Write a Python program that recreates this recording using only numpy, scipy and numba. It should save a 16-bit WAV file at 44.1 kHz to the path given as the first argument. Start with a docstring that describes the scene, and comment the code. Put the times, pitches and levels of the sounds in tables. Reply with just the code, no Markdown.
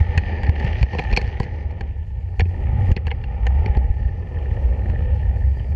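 """A small wagon rolls over garden track, heard from a camera in a sealed case fixed to its deck.
Wheel roughness shakes the deck (boom), the frame (rumble, roar) and the wheels (ring, grind).
Rail joints thump the deck and click the axles and couplings; late on, a loose axle ticks in its box.
The hardest jolt carries a brief overload crackle; the camera's gain control ducks after loud jolts."""
import sys
import numpy as np
from scipy import signal
from scipy.io import wavfile
from scipy.ndimage import uniform_filter1d
from numba import njit

SR = 44100
rng = np.random.default_rng(int(sys.argv[2]) if len(sys.argv) > 2 else 0)


def master_out(mix):
    """Clip the mix to full scale and print it as 16-bit PCM to the path in sys.argv[1]."""
    frames = np.transpose(np.atleast_2d(mix))
    ceiling = np.clip(frames, -1, 1)
    pcm = np.round(ceiling * 32767).astype(np.int16)
    wavfile.write(sys.argv[1], SR, pcm)


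N = 253575

# modes of the wagon's frame, low to high: (pitch [Hz], width [Hz], level [dB])
FRAME_MODES = [(192.6, 116, 2), (391, 100, -4), (489.5, 85, 0.5), (594, 223, -8.5), (807.3, 129, 2.5),
               (882.4, 155, -2.5), (963.3, 150, -10), (1214, 230, -15.5), (1470, 190, -21.5)]
# modes of the box round a loose axle: (pitch [Hz], width [Hz], level [dB])
AXLE_BOX_MODES = [(1808, 160, 7), (2290, 290, -16)]


def undb(db):
    """Gain of a level in dB."""
    return 10 ** (np.asarray(db) / 20)


def unit(x):
    """Scaled to rms 1."""
    return x / np.sqrt(np.mean(x ** 2))


def curves(table):
    """One automation curve per column: straight lines between time points."""
    times, *columns = np.transpose(table)
    return [np.interp(np.arange(N) / SR, times, column) for column in columns]


def walk(rate):
    """Random levels held 1 / rate s and slewed twice; spread about 0.44."""
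    hold = int(SR / rate)
    steps = np.repeat(rng.standard_normal(N // hold + 1), hold)
    return 0.594 * uniform_filter1d(uniform_filter1d(steps, hold), hold)[:N]


@njit
def svf(x, hz, width):
    """State-variable band-pass, gain 1 at a centre that may move."""
    y, band_state, low_state = np.empty(len(x)), 0., 0.
    for i in range(len(x)):
        centre = hz[i % len(hz)]
        g, damping = np.tan(np.pi * centre / SR), width / centre
        band = (band_state + g * (x[i] - low_state)) / (1 + g * (g + damping))
        band_state = 2 * band - band_state
        low_state += 2 * g * band
        y[i] = damping * band
    return y


@njit
def follow(x, attack, release):
    """Envelope follower with separate rise and fall rates."""
    y, level = np.empty(len(x)), 0.
    for i in range(len(x)):
        level += (abs(x[i]) - level) * (attack if abs(x[i]) > level else release)
        y[i] = level
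    return y


def ring(x, modes):
    """A body of steep resonances, neighbours in opposite phase."""
    modes = [(np.atleast_1d(1. * f), 1.03 * w, db) for f, w, db in modes]
    return sum((-1) ** k * undb(db) * svf(svf(x, f, w), f, w) for k, (f, w, db) in enumerate(modes))


def flexing(modes):
    """Resonances of a body under shifting load: each drifts and swells on its own."""
    return [(f * (1 + .018 * walk(rate=6)), w, db + 3.5 * walk(rate=6)) for f, w, db in modes]


def strike(blow, modes):
    """Each mode rings up to its own peak level; the whole peaks at 1."""
    rings = (ring(blow, [(f, w, 0)]) for f, w, db in modes)
    out = sum(undb(db) * r / np.abs(r).max() for r, (f, w, db) in zip(rings, modes))
    return out / np.abs(out).max()


def roughness(rate, spread_db, grit_db, patchiness):
    """Smooth rail noise plus grains of grit under the wheels, in uneven patches."""
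    size_db = spread_db * np.minimum(rng.exponential(size=N), 3)
    grit = (rng.random(N) < rate / SR) * undb(size_db) * rng.choice([-1, 1], N)
    return undb(patchiness * walk(30)) * (rng.standard_normal(N) + undb(grit_db) * unit(grit))


def deck_boom():
    """The deck keeps swinging at a wandering pitch on top of its random shaking."""
    # modes of the deck: (pitch [Hz], width [Hz], level [dB])
    deck_modes = [(35, 21, -5), (63.9, 45, 2), (100.2, 58.8, -5), (173, 69, -18)]
    # boom automation: (time [s], level [dB], swing pitch [Hz])
    automation = [(0.0, -19.5, 72.8), (0.32, -24.5, 83.7), (0.45, -25.5, 71.5), (0.75, -24.5, 76.1),
                  (0.96, -26, 55.76), (1.18, -23, 56.1), (1.25, -27, 66.6), (1.55, -27, 79.73),
                  (1.9, -25.5, 65.17), (2.37, -27, 89.1), (2.7, -20, 94.3), (3.36, -24, 55.26),
                  (3.63, -19.5, 67.5), (3.97, -24.5, 65.5), (4.11, -25, 74.6), (4.71, -22, 66.9),
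                  (4.95, -21, 73.5), (5.01, -20, 83.5), (5.29, -20, 59.58), (5.75, -21.5, 71.6)]
    boom_db, swing_hz = curves(automation)
    swell = undb(4.5 * walk(12))
    pitch = swing_hz * (1 + 0.0799 * walk(24.93))
    swing = swell * np.sin(2 * np.pi * np.cumsum(pitch) / SR)
    shaking = undb(3 * walk(7.4)) * ring(rng.standard_normal(N), deck_modes)
    return unit(unit(shaking) + 0.71 * unit(swing)) * undb(boom_db)


def rolling(thumps):
    """Roughness shakes deck, frame and wheels, and loose axles rattle; jolts stir all but the boom."""
    # faders: (time [s], frame rumble [dB], frame roar [dB], wheel ring [dB], grind [dB], hiss [dB])
    faders = [(0.0, -39, -42, -40.5, -60.5, -76), (0.46, -36.5, -42.5, -42, -65, -96),
              (0.61, -35.5, -41, -40, -61, -89.5), (1.06, -41, -42.5, -41.5, -59, -88),
              (1.5, -43, -49, -48.5, -69, -95), (1.76, -44, -49.5, -55.5, -76, -89.5),
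              (2.03, -52, -59.5, -60.5, -78.5, -84), (2.32, -53, -57, -60.5, -75, -82),
              (2.55, -42, -48.5, -54.5, -70, -78), (2.77, -41, -42.5, -47, -71, -78.5),
              (2.91, -35.5, -41, -47.5, -66, -74), (3.04, -47, -49.5, -55.5, -78, -86),
              (3.35, -46.5, -49, -54.5, -74, -86), (3.63, -37.5, -40.5, -47, -71, -80.5),
              (3.86, -41, -48, -50, -72, -78), (4.08, -45, -50.5, -54.5, -76.5, -86.5),
              (4.32, -43, -48.5, -52.5, -76, -83.5), (4.69, -37.5, -45.5, -50.5, -69.5, -78.5),
              (5.03, -41.5, -47.5, -51.5, -71, -79.5), (5.75, -46.5, -52, -57, -73, -78)]
    # the wheels' ring, grinding sizzle and top hiss, each: (pitch [Hz], width [Hz], level [dB])
    wheel_modes = [(1779, 130, -2), (1867, 407, -8), (2344, 430, -12.5), (2890, 714, -16.5)]
    sizzle_bands = [(4520, 620, -2.5), (4220, 1100, -7), (4800, 280, -4), (5600, 1400, -11.5),
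                    (6500, 700, -19)]
    hiss_bands = [(6900, 650, 0), (8300, 2900, -5), (11100, 5100, -12.5)]
    rumble_db, roar_db, ring_db, sizzle_db, hiss_db = curves(faders)
    coarse = roughness(rate=300, spread_db=0.91, grit_db=-5, patchiness=4.9)
    fine = roughness(rate=250, spread_db=4.2, grit_db=-0.0038, patchiness=1.2)
    rattle = roughness(rate=55, spread_db=4.7, grit_db=11.2, patchiness=0.98)
    grind = roughness(rate=500, spread_db=3, grit_db=-3, patchiness=3.5)
    boom = deck_boom()
    push = coarse + 0.7 * fine + 0.17 * rattle
    rumble = unit(ring(push, flexing(FRAME_MODES[:4]))) * undb(rumble_db)
    roar = unit(ring(push, flexing(FRAME_MODES[4:]))) * undb(roar_db)
    axles = unit(ring(rattle, AXLE_BOX_MODES)) * undb(-7)
    wheels = unit(unit(ring(fine, flexing(wheel_modes))) + axles) * undb(ring_db)
    sizzle = unit(ring(grind, flexing(sizzle_bands))) * undb(sizzle_db)
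    hiss = unit(ring(grind, hiss_bands)) * undb(hiss_db)
    shake = 1 + undb(-0.5) * uniform_filter1d(np.abs(thumps), size=int(0.03 * SR))
    return boom + shake * (rumble + roar + wheels + sizzle + hiss)


def joint_thumps():
    """The deck drops into a rail joint, springs back and dies out."""
    # jolts at the joints: (time [s], peak [dB], deck pitch [Hz], 60 dB decay [s])
    jolts = [(.003, -3, 76.6, 0.22), (0.171, -3.5, 76, 0.11), (0.289, -19, 70, 0.095),
             (0.428, -11, 65.03, 0.068), (0.487, -0.5, 75.8, 0.1), (0.642, -9.5, 98, 0.034),
             (0.812, -10.5, 86.9, 0.034), (0.827, -1, 62.6, 0.068), (1.123, -4.5, 52.5, 0.092),
             (1.238, -13.5, 77.4, 0.051), (1.273, -18, 69, 0.08), (1.403, -8.5, 76.6, 0.013),
             (2.38, -11.5, 54.32, 0.15), (2.413, -9, 85.4, 0.16), (2.752, -15.5, 84, 0.074),
             (2.784, -11, 83.55, 0.14), (2.818, -11, 93.8, 0.097), (2.89, -7.5, 77.75, 0.025),
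             (2.914, 2.5, 63.07, 0.036), (3.595, -9, 69.6, 0.065), (3.621, -9, 69.87, 0.056),
             (3.694, -7.5, 62.16, 0.065), (3.765, -3.5, 61.37, 0.19), (3.843, -9.5, 57, 0.041),
             (3.9, -4, 54.52, 0.04), (4.052, -9, 63, 0.071), (4.511, -13.5, 77.07, 0.16),
             (4.638, -10.5, 57.8, 0.53), (4.888, -8.5, 71.74, 0.079), (5.28, -14.5, 64.38, 0.086),
             (5.429, -14.5, 65.2, 0.66)]
    out, t = np.zeros(N + SR), np.arange(SR // 2) / SR
    for s, db, hz, t60 in jolts:
        onset = 1 - np.exp(-(t * hz / 0.6) ** 2)  # the load arrives within the first cycle
        swing = -onset * np.sin(2 * np.pi * hz * t) * np.exp(-np.log(1000) * t / max(t60, .02))
        out[int(s * SR):int(s * SR) + len(t)] += undb(db) * swing / np.abs(swing).max()
    return out[:N]


def clicks_and_crackle():
    """Each click is a short scrape with a faint rattle that rings its own pitch, the case and frame."""
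    # axle and coupling clicks; those at 2.9163 and 2.926 s play overload crackle on the hardest jolt:
    # (time [s], clack peak [dB], ring [Hz], then re the clack: ping [dB], crack [dB], knock [dB],
    # thud [dB])
    clicks = [(0.176, -12.5, 2470, -16, -20.5, -9.5, -7.5), (0.1805, -16.5, 1900, -22, -57, -18, -11),
              (0.4322, -26, 1820, -15, -24, -1.5, -6), (0.466, -28, 1870, -14, -34, -13, -23),
              (0.4935, -21.5, 1860, -14.5, -20, 2, -4), (0.5588, -27, 1890, -19, -29, -1, -9),
              (0.598, -27.5, 1900, -12.5, -20, -19, -34), (0.6272, -30, 1790, -19, -33, 1.5, -16),
              (0.646, -30.5, 1900, -10, -18, -24, -11), (0.675, -26, 1776, -20, -35, -17, -18),
              (0.7294, -26.5, 1840, -18.5, -40, -10, -23), (0.811, -35, 1880, -12, -20, -12, -11),
              (0.828, -18, 2250, -12.5, -23, -4, -19), (0.9323, -28, 1920, -18, -35, 2, 4.5),
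              (0.9482, -30, 2530, -13, -22, 6, 7), (0.9848, -24.5, 2280, -12, -38, -3, 4.5),
              (0.992, -16, 2360, -19.5, -28.5, -1, -6.5), (1.005, -38, 1890, -12, -27, -21, -5),
              (1.037, -38.5, 1880, -7, -15, -13, -12), (1.103, -31.5, 1885, -21, -30, -15, 1),
              (1.1123, -29.5, 1940, -11, -25, -10, 7), (1.1269, -24, 2320, -7.5, -35, -2.5, 0.5),
              (1.1345, -19, 2360, -17, -30, -15, -7), (1.1641, -14, 2235, -3.5, -41, -23, -11),
              (1.1718, -7, 2290, -9, -54, -7, -9.5), (1.2141, -25.5, 2090, -12, -21, -9, -4),
              (1.268, -42, 1804, -6, -17, -9, -8), (1.276, -39, 1820, -3, -20, -13, -2),
              (1.3992, -25, 2000, -10.5, -18, 6.5, 4), (1.4208, -37, 1900, -17, -22, -18, -5),
              (1.4304, -30.5, 2130, -10.5, -24, -6, 2), (1.4391, -34, 1920, -16, -20, -19, -7),
              (1.709, -49, 2260, -6, -15, -6, -6), (1.8082, -26, 1810, -17.5, -23, -3.5, -0.5),
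              (2.395, -18.5, 2250, -17.5, -19, 0, -3.5), (2.405, -17.5, 1800, -15, -43, -18, -29),
              (2.4127, -28, 2296, -20, -40, 0, 5), (2.4542, -34.5, 2320, -25, -48, -12, 10),
              (2.9163, -17, 1620, -15.5, -17, -7.5, -6), (2.926, -31, 2400, -11, -14, -9, -7),
              (2.9642, -17.5, 2420, -7, -38, -4, 6), (2.9726, -22, 1990, -30, -38, -4, -11),
              (3.058, -40, 2180, -20, -32, -8, -10), (3.068, -26, 2706, -14, -21, -2, -2),
              (3.0786, -31, 1810, -18.5, -29, -7, -8), (3.1056, -31, 2950, -29, -50, -20, -26),
              (3.1128, -19, 2180, -26.5, -46, -7, -36), (3.2381, -33.5, 2730, -18, -32, -2, -3),
              (3.4667, -23, 1787, -14, -17, -1, -9), (3.6592, -24, 2216, -14, -39, -22, 4),
              (3.7491, -32, 1810, -32, -30, -1, -6), (3.7695, -33.5, 1840, -9.5, -21.5, 6.5, 16.5),
              (4.386, -44, 2947, -18, -42, -2.5, -11), (4.8978, -32.5, 1838, -20.5, -28, -1.5, 3),
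              (5.595, -42.5, 2860, -23, -39, -12, -13)]
    # the case's middle and bright modes, each: (pitch [Hz], width [Hz], level [dB])
    case_modes = [(1810, 400, -12.5), (2130, 2100, 4.5)]
    bright_modes = [(4400, 460, 0), (5350, 600, -8), (6400, 1700, 0), (9000, 2000, -18)]
    contact_s, scrape_s, rattle_s, push_s, ring_width_hz = .0003, .0022, .0084, .0012, 380
    t = np.arange(SR // 12) / SR
    scrape = (1 - np.exp(-t / contact_s)) * np.exp(-t / scrape_s)
    rattle = undb(-19) * np.exp(-t / rattle_s)
    # the shell of the case passes a middle band; the heavy frame answers only the slow part of a burst
    shell = signal.butter(3, (1600, 3100), "bandpass", fs=SR, output="sos")
    dull = signal.butter(4, 1000, fs=SR, output="sos")
    thud = strike(-t * np.exp(-t / push_s), FRAME_MODES[:2])
    out = np.zeros(N + len(t))
    for s, db, hz, *layers_db in clicks:
        noise = rng.standard_normal(len(t))
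        burst = noise * (scrape + rattle)
        # the bright modes shift a little from click to click
        bright = [(f * (1 + .015 * noise[-1 - k]), w, lv) for k, (f, w, lv) in enumerate(bright_modes)]
        clack = strike(signal.sosfilt(shell, burst), case_modes + [(hz, ring_width_hz, 2)])
        ping, crack = strike(burst, bright[:2]), strike(burst, bright[2:])
        knock = strike(signal.sosfilt(dull, burst), FRAME_MODES[2:])
        click = clack + undb(layers_db) @ np.array([ping, crack, knock, thud])
        out[int(s * SR):int(s * SR) + len(t)] += undb(db) * click
    return out[:N]


def axle_ticks():
    """Single knocks of a loose axle ring its box."""
    # axle knocks: (time [s], peak [dB])
    knocks = [(4.0505, -41), (4.09, -38.5), (4.37, -37), (4.4568, -37.5), (4.5131, -38), (4.566, -42),
              (4.8204, -41), (4.858, -36), (4.945, -41), (4.959, -33.5), (5.0573, -43), (5.231, -39.5),
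              (5.2594, -42.5), (5.2862, -45), (5.3693, -40), (5.4207, -41), (5.437, -39.5)]
    box_ring = strike(signal.unit_impulse(SR // 20), AXLE_BOX_MODES)
    blows = np.zeros(N)
    for s, db in knocks:
        blows[int(s * SR)] = undb(db)
    return signal.fftconvolve(blows, box_ring)[:N]


def scene():
    """The ride as heard inside the case, in mono."""
    thumps = joint_thumps()
    return (rolling(thumps) + thumps + clicks_and_crackle() + axle_ticks())[None]


def record(dry):
    """Gain control ducks after loud jolts; peaks are rounded, the top is cut."""
    attack_s, release_s, threshold, top_hz = .0084, .08, 0.19, 15700
    level = follow(dry[0], 1 / (attack_s * SR), 1 / (release_s * SR))
    gain = np.minimum(1, threshold / (level + 1e-9))
    rounded = 0.96 * np.tanh(dry * gain / 0.76)
    return signal.sosfilt(signal.ellip(8, .2, 70, top_hz, fs=SR, output="sos"), rounded)


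dry = scene()
out = record(dry)
master_out(out)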